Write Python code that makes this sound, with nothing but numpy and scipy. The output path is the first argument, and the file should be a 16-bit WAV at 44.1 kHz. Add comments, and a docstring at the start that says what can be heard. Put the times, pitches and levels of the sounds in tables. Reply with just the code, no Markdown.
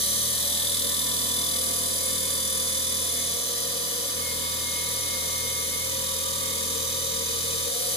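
"""Cut-off wheel through steel tube

A belt-driven abrasive wheel grinds through a steel tube, close up, over the hum of its motor.
High spots on the rim knock on the tube and shake the machine once a turn, and grit tears at the
steel in a hiss that throbs and screeches with the wheel. As the slot deepens, one resonance after
another is caught and the pinched tube squeals. Twice the load eases: the wheel speeds up, the hum
drops and the frame drones."""
import sys
import numpy as np
from scipy import signal
from scipy.fft import rfft, irfft, next_fast_len
from scipy.io import wavfile
from scipy.ndimage import uniform_filter1d, map_coordinates

SR = 44100
rng = np.random.default_rng(int(sys.argv[2]) if len(sys.argv) > 2 else 0)


def put_to_file(sound):
    """Save the sound as 16-bit audio at rate SR, in the file named by the first command-line argument."""
    columns = np.atleast_2d(sound).T  # one column per channel
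    safe = np.clip(columns, -1, 1)
    whole_steps = np.round(safe * 32767)
    wavfile.write(sys.argv[1], SR, whole_steps.astype(np.int16))


N = 351036
PORT_LAG_S = .000297  # travel time between the microphone's left and right ports
FADE_S = 0.24
LOADED_HZ, FREE_HZ = 41.46, 41.48  # the load counts as full below these wheel speeds, eased above


def undb(db):
    """Decibels to gain."""
    return 10 ** (np.asarray(db) / 20)


def unit(x):
    """Scale to a spread of 1."""
    return x / np.std(x)


def cut(x, hz, kind, order=4):
    """Butterworth low-pass or high-pass."""
    return signal.sosfilt(signal.butter(order, hz, kind, fs=SR, output="sos"), x)


def swell(x, hz, width_hz, db):
    """Boost or dip one resonance; the gain may move over time."""
    ring = signal.lfilter(*signal.iirpeak(hz, hz / width_hz, fs=SR), x)
    return x + (undb(db) - 1) * ring


def curve(table):
    """Join rows of (seconds, value) with straight lines."""
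    return np.interp(np.arange(N) / SR, *np.transpose(table))


def spell(start_s, end_s, fade_s=FADE_S):
    """An envelope from 0 to 1: fade in, hold, fade out."""
    t = np.arange(N) / SR
    return np.clip(.5 + np.minimum(t - start_s, end_s - t) / fade_s, 0, 1)


def wander(rate_hz):
    """Smooth random modulation with a spread of 1."""
    count = int(N / SR * rate_hz) + 3
    t = np.linspace(0, N / SR, 8192)
    walk = map_coordinates(rng.standard_normal(count), [t * rate_hz], order=3, mode="nearest")
    return unit(np.interp(np.arange(N) / SR, t, walk))


def pan(left_db):
    """Stereo gains that put the left channel this far above the right."""
    return undb(np.array([[left_db], [-left_db]]) / 2)


def ports(x, direction):
    """A source on the left (+1) or right (-1) reaches the nearer microphone port first."""
    size = next_fast_len(N + SR // 100)
    hz = np.fft.rfftfreq(size, 1 / SR)
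    delay = PORT_LAG_S * np.array([[1 - direction], [1 + direction]]) / 2
    return irfft(rfft(x, size) * np.exp(-2j * np.pi * hz * delay), size)[:, :N]


def scatter(direction, scatter_db):
    """White noise of unit density: a direct part, and a scattered part that differs left and right."""
    direct = ports(rng.standard_normal(N), direction)
    scattered = undb(scatter_db) * rng.standard_normal((2, N))
    return unit(direct + scattered) * np.sqrt(SR / 2)


def harmonic(turns, multiple, direction):
    """A stereo sine at one multiple of the wheel speed, rms 1."""
    lead_turns = direction * PORT_LAG_S * LOADED_HZ * np.array([[1], [-1]]) / 2
    return np.sqrt(2) * np.sin(2 * np.pi * (multiple * (turns + lead_turns) + rng.random()))


# The wheel's pace. Each row: time in seconds, turns per second.
WHEEL_SPEED = [(0.09, 40.44), (0.31, 40.81), (0.99, 40.44), (1.19, 40.11), (1.71, 40.58), (1.95, 40.25),
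               (2.27, 40.35), (2.45, 40.67), (3.15, 40.61), (3.29, 40.74), (3.39, 41.8), (3.43, 41.99),
               (3.83, 42.43), (4.07, 42.15), (4.21, 40.9), (4.37, 40.28), (4.47, 40.15), (4.93, 40.88),
               (5.25, 40.44), (5.69, 40.53), (5.99, 41.02), (6.27, 41.13), (6.49, 40.72), (6.83, 41.11),
               (7.61, 40.99), (7.65, 41.09), (7.73, 41.86), (7.85, 42.38)]


def wheel_speed():
    """Turns per second: the wheel sags under load and picks up when it eases."""
    return curve(WHEEL_SPEED)


# Drive on each named part. Each entry: starting drive in dB, drift in dB per second, step in dB
# when the load eases.
PART_DRIVE = {"base": (0.7, -0.7, -1.2), "frame": (-5, 1, 1.4), "guard": (2.2, -0.77, 1.6),
              "tube": (0.27, 0.56, -2), "motor": (-46.5, 0.19, -5)}


def shake(part):
    """How hard a part is driven, in dB, following the depth of the slot and the load."""
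    start_db, db_per_s, eased_db = PART_DRIVE[part]
    eased = np.clip((wheel_speed() - LOADED_HZ) / (FREE_HZ - LOADED_HZ), 0, 1)
    return start_db + db_per_s * np.arange(N) / SR + eased_db * eased


# Partials of the hum. Each row: multiple of the shaft speed, level in dB relative to the motor's drive.
SHAFT_ORDERS = [(1, -12), (2, 2.5), (3, -5.5), (4, -10.5), (5, -16.5), (6, -12), (7, -14.5)]


def motor(turns, belt_slip=0.016, beat_db=-13):
    """The shaft hums over a low rumble, louder under load; the slower wheel beats with its third order."""
    shaft = turns * (1 + belt_slip)
    hum = undb(beat_db) * np.sin(2 * np.pi * 3 * turns)
    for multiple, db in SHAFT_ORDERS:
        gain = undb(db + 0.24 * wander(36))  # the load trembles
        hum = hum + gain * np.sin(2 * np.pi * (multiple * shaft + rng.random()))
    hum = ports(hum, direction=0.41) * undb(shake("motor")) * pan(left_db=-3.5)
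    rumble = cut(cut(scatter(direction=0.66, scatter_db=-1), 40, "high"), 122, "low")
    return hum + undb(-83) * rumble


# Spells of frame drone. Each row: start and end in seconds, pitch in Hz, level in dB.
FRAME_DRONES = [(2.9, 3.4, 488, -47), (3.35, 4.25, 481, -42), (6.7, 7.7, 468, -44), (7.62, 8.2, 479, -42)]


def drone():
    """The frame hums at a wavering pitch of its own, loudest around the moments the load eases."""
    out = 0
    for start_s, end_s, hz, db in FRAME_DRONES:
        phase = 2 * np.pi * np.cumsum(hz + 3 * wander(4) + 3.5 * wander(70)) / SR
        out = out + spell(start_s, end_s) * undb(db + 1.3 * wander(25)) * np.sin(phase)
    return pan(left_db=9) * ports(out, direction=0.77)


# Wheel harmonics sitting on a resonance of frame, guard or tube. Each row: start and end in seconds,
# multiple of the wheel speed, level in dB, left over right in dB, direction from -1 right to 1 left.
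WHEEL_WHINES = [(-0.8, 0.67, 17, -56, 13, -0.3), (0.4, 0.69, 21, -56, 4, 0.48),
                (-1, 0.96, 14, -51, 9.5, 0.55), (1, 2.07, 17, -61, 14, -0.087),
                (0.1, 2.5, 26, -56.5, 8, 0.67), (0.9, 3.2, 29, -48, 0.5, 1),
                (0.84, 1.47, 25, -54, 11, 0.49), (1.35, 3.12, 25, -56, 9, 0.59), (1, 2.2, 13, -53, 8, 0.67),
                (1.5, 3.17, 13, -47.5, 10.5, 0.73), (3, 5.85, 13, -49, 7, 0.96), (3, 4.1, 17, -60, 10, 0.1),
                (3.35, 4.1, 23, -59, 8, 0.4), (4.22, 4.63, 25, -53.5, 7, 0.31),
                (3.3, 7.65, 24, -56, 3, 0.7), (4.15, 4.65, 29, -45.5, 0, 1), (4.65, 5.95, 29, -45, 0.5, 1),
                (6.2, 6.75, 29, -47, 4, 1), (6.75, 7.65, 29, -48, 1, 1), (5.85, 8.2, 13, -45, 10, 1),
                (5.9, 7.7, 23, -62, 6, 0.7), (7.7, 8.1, 17, -51.5, 3, 0.53), (6, 8.7, 28, -50, 3, 1),
                (-1.5, 2.93, 44, -57, 1, -0.3), (-1, 1.5, 87, -50, 8, 0.023), (3.5, 4.15, 114, -44.5, 2, 0)]


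def whines(turns, flutter_db=2.3, waver_turns=.0016):
    """Clear tones that rise and sag with the wheel, each while it drives a resonance."""
    out = 0
    for start_s, end_s, multiple, db, left_db, direction in WHEEL_WHINES:
        depth_db = min(multiple / 29, 1) * flutter_db  # the heavy frame's low tones flutter less
        gain = spell(start_s, end_s, fade_s=0.1) * undb(db + depth_db * wander(28))
        shaken = turns + waver_turns * wander(45)  # the wheel trembles, roughening high whines most
        out = out + gain * pan(left_db) * harmonic(shaken, multiple, direction)
    return out


# The slot pinches the wheel. Each row: start and end in seconds, multiple of the wheel speed, level in dB.
PINCH_SQUEALS = [(1.985, 2.33, 54, -51), (2.954, 3.402, 53, -53.5), (4.208, 4.347, 53, -42.5),
                 (4.407, 4.54, 54, -45), (4.607, 4.918, 53, -44), (4.922, 5.064, 53, -47.5),
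                 (5.037, 5.232, 53, -43), (5.267, 5.647, 53, -44.5), (5.7, 5.886, 53, -45),
                 (6.408, 6.622, 53, -49)]


def squeals(turns):
    """The pinched tube sings in spurts, locked to a wheel harmonic and trembling as the rim rubs."""
    rubbed = turns + .0017 * wander(55)
    out = 0
    for start_s, end_s, multiple, db in PINCH_SQUEALS:
        gain = undb(db) * spell(start_s, end_s, fade_s=0.1)
        out = out + gain * harmonic(rubbed, multiple, direction=0)
    return out * undb(1.7 * wander(36))


# High spots that knock until they wear off. Each row: start and end in seconds, place in the turn
# from 0 to 1, ring pitch in Hz, typical peak in dB.
RIM_KNOCKS = [(0.35, 0.95, 0.22, 3630, -29), (0.48, 0.978, 0.28, 3550, -24.5),
              (0.98, 1.584, 0.27, 3550, -30), (4.2, 7.702, 0.21, 3650, -37.5), (4.39, 7.7, 0.53, 3687, -38),
              (4.3, 6.2, 0.95, 3520, -42)]


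def knocks(turns, rise_s=.0004, decay_s=.0018, tail_s=.008, tail_db=-12):
    """Each high spot strikes the lip of the slot once a turn, and the tube wall rings briefly."""
    speed, out = wheel_speed(), 0
    for start_s, end_s, place, hz, db in RIM_KNOCKS:
        age_s = (turns - place) % 1 / speed
        attack = 1 - np.exp(-age_s / rise_s)
        decay = np.exp(-age_s / decay_s) + undb(tail_db) * np.exp(-age_s / tail_s)
        ring = attack * decay * np.sin(2 * np.pi * hz * age_s)
        out = out + undb(db) * spell(start_s, end_s) * ring / ring.max()
    return out * undb(1.2 * wander(30))


# Rough patches of the rim. Each row: start and end in seconds, place in the turn from 0 to 1, length
# in turns, pitch in Hz, creep in Hz per second, level in dB, direction from -1 right to 1 left.
RIM_SCREECHES = [(-.1, 1.3, .45, 1, 9380, 115, -38, 1), (1.3, 3.35, .48, .45, 9580, 100, -32.5, 1),
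                 (.5, 1.5, .73, .55, 9960, 60, -33.5, 1), (1.5, 2.75, .69, .55, 10080, -40, -31.5, 1),
                 (2.7, 3.35, .58, .55, 10050, 40, -33, 1), (.8, 2.8, .22, .4, 10290, -20, -33.5, 1),
                 (.4, 2.9, .27, .55, 7790, -15, -39, .8), (.3, 3.2, .5, 1, 8850, -20, -39, 1),
                 (1.4, 3.4, .25, .9, 4790, 30, -40, 0), (2.1, 3.4, .9, .7, 3500, 0, -37.5, 1),
                 (2.1, 3.4, .36, .7, 3520, -10, -38, 1), (.45, 1.65, .31, .5, 3560, -25, -32, 1),
                 (4.5, 5.15, .45, .8, 10020, 90, -37, 1), (4.2, 7.7, .4, 1, 4830, 0, -43, 0),
                 (5.3, 6.7, .2, .7, 10580, 130, -36.5, 1), (5.9, 7.7, .42, 1, 3700, 12, -39, .9),
                 (6.1, 7.7, .35, .9, 7460, -20, -41, .9)]


def screeches(turns, waver_cycles=.13, flutter_db=1.6):
    """Each patch rubs a short screech out of the steel once a turn; its pitch creeps as the cut deepens."""
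    t, speed, out = np.arange(N) / SR, wheel_speed(), np.zeros((2, N))
    for start_s, end_s, place, length, hz, creep, db, direction in RIM_SCREECHES:
        on = (t > start_s - FADE_S) & (t < end_s + FADE_S)
        angle = (turns[on] - place + .5) % 1 - .5  # turns from the middle of the patch
        contact = np.cos(np.pi * np.clip(angle / length, -.5, .5)) ** 2
        pitch_hz = hz + creep * (t[on] - start_s)
        cycles = pitch_hz * angle / speed[on] + waver_cycles * wander(25)[on]
        gain = spell(start_s, end_s)[on] * contact * undb(db + flutter_db * wander(40)[on])
        lead_cycles = direction * PORT_LAG_S * hz * np.array([[1], [-1]]) / 2
        out[:, on] += np.sqrt(2) * gain * np.sin(2 * np.pi * (cycles + lead_cycles))
    return out


def rim(turns, wear_s, patchy_db, harmonics):
    """Bumps around the rim, met again on every turn; wear slowly shifts and resizes each harmonic."""
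    shape = (int(turns[-1]) + 2, harmonics)  # one row per turn
    life_turns = wear_s * turns[-1] * SR / N
    phase = 2 * np.pi * rng.random(harmonics)
    phase = phase + np.cumsum(rng.standard_normal(shape), axis=0) / np.sqrt(life_turns)
    db = patchy_db * unit(uniform_filter1d(rng.standard_normal(shape), size=30, axis=0))
    bumps = irfft(np.pad(undb(db) * np.exp(1j * phase), ((0, 0), (1, harmonics))), axis=1)
    return unit(map_coordinates(bumps.ravel(), [turns * bumps.shape[1]], order=3, mode="nearest"))


def rim_force(turns, harmonics=64):
    """The rim's bumps push on the tube: a buzz of wheel harmonics over a loose rattle."""
    bandwidth_hz = harmonics * turns[-1] * SR / N
    buzz = rim(turns, wear_s=0.76, patchy_db=3.0, harmonics=harmonics) * np.sqrt(bandwidth_hz)
    buzz = swell(buzz, hz=510, width_hz=170, db=-11)
    buzz = swell(buzz, hz=1175, width_hz=80, db=-5)
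    rattle = cut(scatter(direction=0.76, scatter_db=7.5), 175, "high")
    force = undb(-2.5) * ports(buzz, direction=0.68) + undb(-2.0) * rattle
    force = swell(force, 211, 77, shake("base"))
    force = swell(force, 526, 93, 1.1 * shake("frame") - 3)
    force = swell(force, 697, 86, shake("guard") - 2)
    force = swell(force, 950, 87, 0.15 * shake("tube") - 1.5)
    force = swell(force, 1185, 70, -2)
    force = swell(force, 2370, 220, 1.5 * shake("tube") - 1)
    return cut(cut(force, 144, "high"), 2610, "low")


def circulate(x, echo_db, drift_s, count=7):
    """Waves run round tube and wheel and return; their paths creep as the slot deepens."""
    n, echoes = np.arange(N), 0
    for path_s in np.geomspace(.002, .009, count):
        lag = SR * (path_s * (1 + .1 * rng.random()) + drift_s * wander(.45))
        read_at = n - np.round(lag * 8) / 8
        echoes = echoes + np.array([np.interp(read_at, n, channel) for channel in x])
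    share = undb(echo_db)
    return (x + share * echoes / np.sqrt(count)) / np.sqrt(1 + 1.58 * share ** 2)


# How fast steel comes off, as a fader ride on the hiss. Each row: time in seconds, level in dB
# (only the swing about its mean counts).
CUT_RATE = [(0.05, -25), (0.7, -26.5), (2.26, -27.5), (3.11, -27.5), (4.29, -28.5), (5.34, -28),
            (5.43, -28.5), (7.68, -28), (7.9, -27)]
# The once-a-turn bite of the highest spot. Each row: time in seconds, accent in dB, of which each
# band of grit takes a share.
HIGH_SPOT_BITE = [(0, 0), (.7, 6), (1.5, 3), (2.3, 3.5), (4, 1), (5.2, 2.5), (7.96, 2)]


def grinding(turns, harmonics=360, rough_db=1.25, repeat_share=0.66, high_spot_turn=.3):
    """Countless grains tear off chips, harder where the rim stands high; many return on every turn."""
    cut_db = curve(CUT_RATE) - np.mean(curve(CUT_RATE))
    bite_db = curve(HIGH_SPOT_BITE)
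    runout = np.sqrt(2) * np.cos(2 * np.pi * (turns - .42) + 0.2 * wander(1.52))  # wheel out of round
    high_spot = np.exp(3.5 * (np.cos(2 * np.pi * (turns - high_spot_turn)) - 1))
    bandwidth_hz = harmonics * turns[-1] * SR / N
    pattern = rim(turns, wear_s=0.6, patchy_db=2.5, harmonics=harmonics) * np.sqrt(bandwidth_hz)

    def track(rough, bite, direction, scatter_db):
        """Returning and fresh grains on one track of the rim; the feed keeps their mean power steady."""
        height = unit(0.6 * runout + rim(turns, wear_s=1.3, patchy_db=3, harmonics=12))
        throb = undb(rough * rough_db * height + bite * bite_db * high_spot)
        returning = np.sqrt(repeat_share) * ports(pattern, direction)
        fresh = np.sqrt(1 - repeat_share) * scatter(direction, scatter_db)
        return (returning + fresh) * throb / np.sqrt(uniform_filter1d(throb ** 2, size=4340))

    edge = track(rough=.6, bite=.35, direction=.8, scatter_db=0)
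    edge = cut(cut(edge, 3180, "high"), 3900, "low", order=8)
    hiss = track(rough=.7, bite=.22, direction=1, scatter_db=9)
    hiss = swell(hiss, 4826, 63, 6.1)  # the tube wall rings brightly
    hiss = cut(cut(hiss, 3840, "high", order=8), 8760, "low", order=8)
    sizzle = track(rough=.85, bite=.15, direction=-1, scatter_db=-4)  # sparks leave to the right
    sizzle = swell(cut(sizzle, 8930, "high", order=8), 10200, 830, 3.9)
    grit = (edge * undb(0.046 * cut_db - 6.0)
            + hiss * undb(cut_db - 0.55)
            + sizzle * undb(1.3 * cut_db + 0.6))
    return circulate(grit, echo_db=-6.5, drift_s=.00003)


# Passing resonances. Each row: start and end in seconds, centre in Hz, width in Hz, boost or dip in dB.
SLOT_RESONANCES = [(-0.2, 0.35, 6120, 150, 5.5), (0.0, 4.7, 1800, 70, 3), (0.0, 0.82, 3880, 80, 4.5),
                   (0.448, 1.5, 3580, 70.5, 6.5), (0.7, 2.6, 270, 90, 3.5), (1.7, 4.1, 6750, 90, 3),
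                   (0.9, 3.6, 4000, 700, -1), (2.15, 4.5, 3500, 54.6, -0.5), (2.5, 4.3, 6270, 130, 6.5),
                   (4.4, 5.6, 3700, 72, 5), (4.6, 6.8, 6400, 300, 3.5), (3.4, 8.2, 8350, 900, -3),
                   (5.95, 7.8, 3720, 54.4, 4.5), (6.0, 7.65, 700, 100, -5), (5.899, 6.6, 545, 69.4, -1),
                   (6.6, 8.1, 6130, 300, 4.5)]


def deepening_slot(force):
    """As the slot deepens, one resonance after another swells or sinks, holds and lets go."""
    for start_s, end_s, hz, width_hz, db in SLOT_RESONANCES:
        force = swell(force, hz, width_hz, db * spell(start_s, end_s))
    return force


# The broad EQ of the grinding. Each row: frequency in Hz, gain in dB.
GRIND_EQ = [(130, -66), (220, -68.5), (330, -78.5), (600, -77.5), (780, -87.5), (950, -78), (1400, -80),
            (2800, -81.5), (3300, -64), (5200, -73), (8500, -64), (10500, -78), (13500, -68),
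            (15500, -93.5)]
# Peaks and dips that colour the grinding, left and right. Each row: centre in Hz, width in Hz (played
# no narrower than 45), left gain in dB, right gain in dB.
GRIND_PEAKS = [(267, 79, 5.5, 2.5), (475, 90.5, 17.5, 9.5), (547.5, 64, 16, 7), (696.6, 41, 12.5, 10),
               (989, 39, 7.5, 4.5), (1171.5, 48, 13, 14.5), (1261, 23, 2, 2), (1770, 67, 9.5, 8.5),
               (1951, 29.0, 9.5, 12), (2155, 29, 15, 14.5), (2497, 37, 13, 14.5), (3000, 130, 14.5, 11),
               (3554, 35.0, -6, 14), (3510, 37, 3.5, -8), (3645, 510, 5.5, -1), (3980, 81, 7, 0),
               (4214, 65, 6, 2), (4640, 180, 5.5, 0.5), (4965, 197, -12.5, 8), (5530, 180, 9, 2.5),
               (5970, 260, 4.5, 6.5), (6590, 190, -6.5, 6), (7040, 44, 0, -6), (7300, 200, 1.5, -4),
               (10190, 1200, 3, 9), (10810, 370, 13, -0.5)]


def colour(force):
    """A broad EQ with ringing peaks and dips gives the grinding its tone, different left and right."""
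    hz = np.fft.rfftfreq(8192, 1 / SR)[:, None] + 1
    eq_hz, eq_db = np.transpose(GRIND_EQ)
    db = np.interp(np.log(hz), np.log(eq_hz), eq_db)
    for centre, width, left_db, right_db in GRIND_PEAKS:
        db = db + np.array([left_db, right_db]) / (1 + (2 * (hz - centre) / max(width, 45)) ** 2)
    # folding the cepstrum makes each peak ring after the push, never before
    cepstrum = irfft(np.log(undb(db.T)))
    half = cepstrum.shape[1] // 2
    cepstrum = cepstrum * np.r_[1, np.full(half - 1, 2), 1, np.zeros(half - 1)]
    response = irfft(np.exp(rfft(cepstrum)))
    size = next_fast_len(N + SR // 4)
    return irfft(rfft(force, size) * rfft(response, size), size)[:, :N]


def scene():
    """One wheel speed drives buzz, hiss, knocks, screeches, whines, squeals and hum; the frame drones."""
    turns = np.cumsum(wheel_speed()) / SR
    force = rim_force(turns) + grinding(turns)
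    grind = colour(deepening_slot(force))
    cutting = grind + knocks(turns) + screeches(turns) + whines(turns) + squeals(turns)
    return cutting + drone() + motor(turns)


def record(dry, top_hz=15500):
    """A steep low-pass takes off the very top."""
    return signal.sosfilt(signal.ellip(8, .2, 70, top_hz, fs=SR, output="sos"), dry)


dry = scene()
out = record(dry)
put_to_file(out)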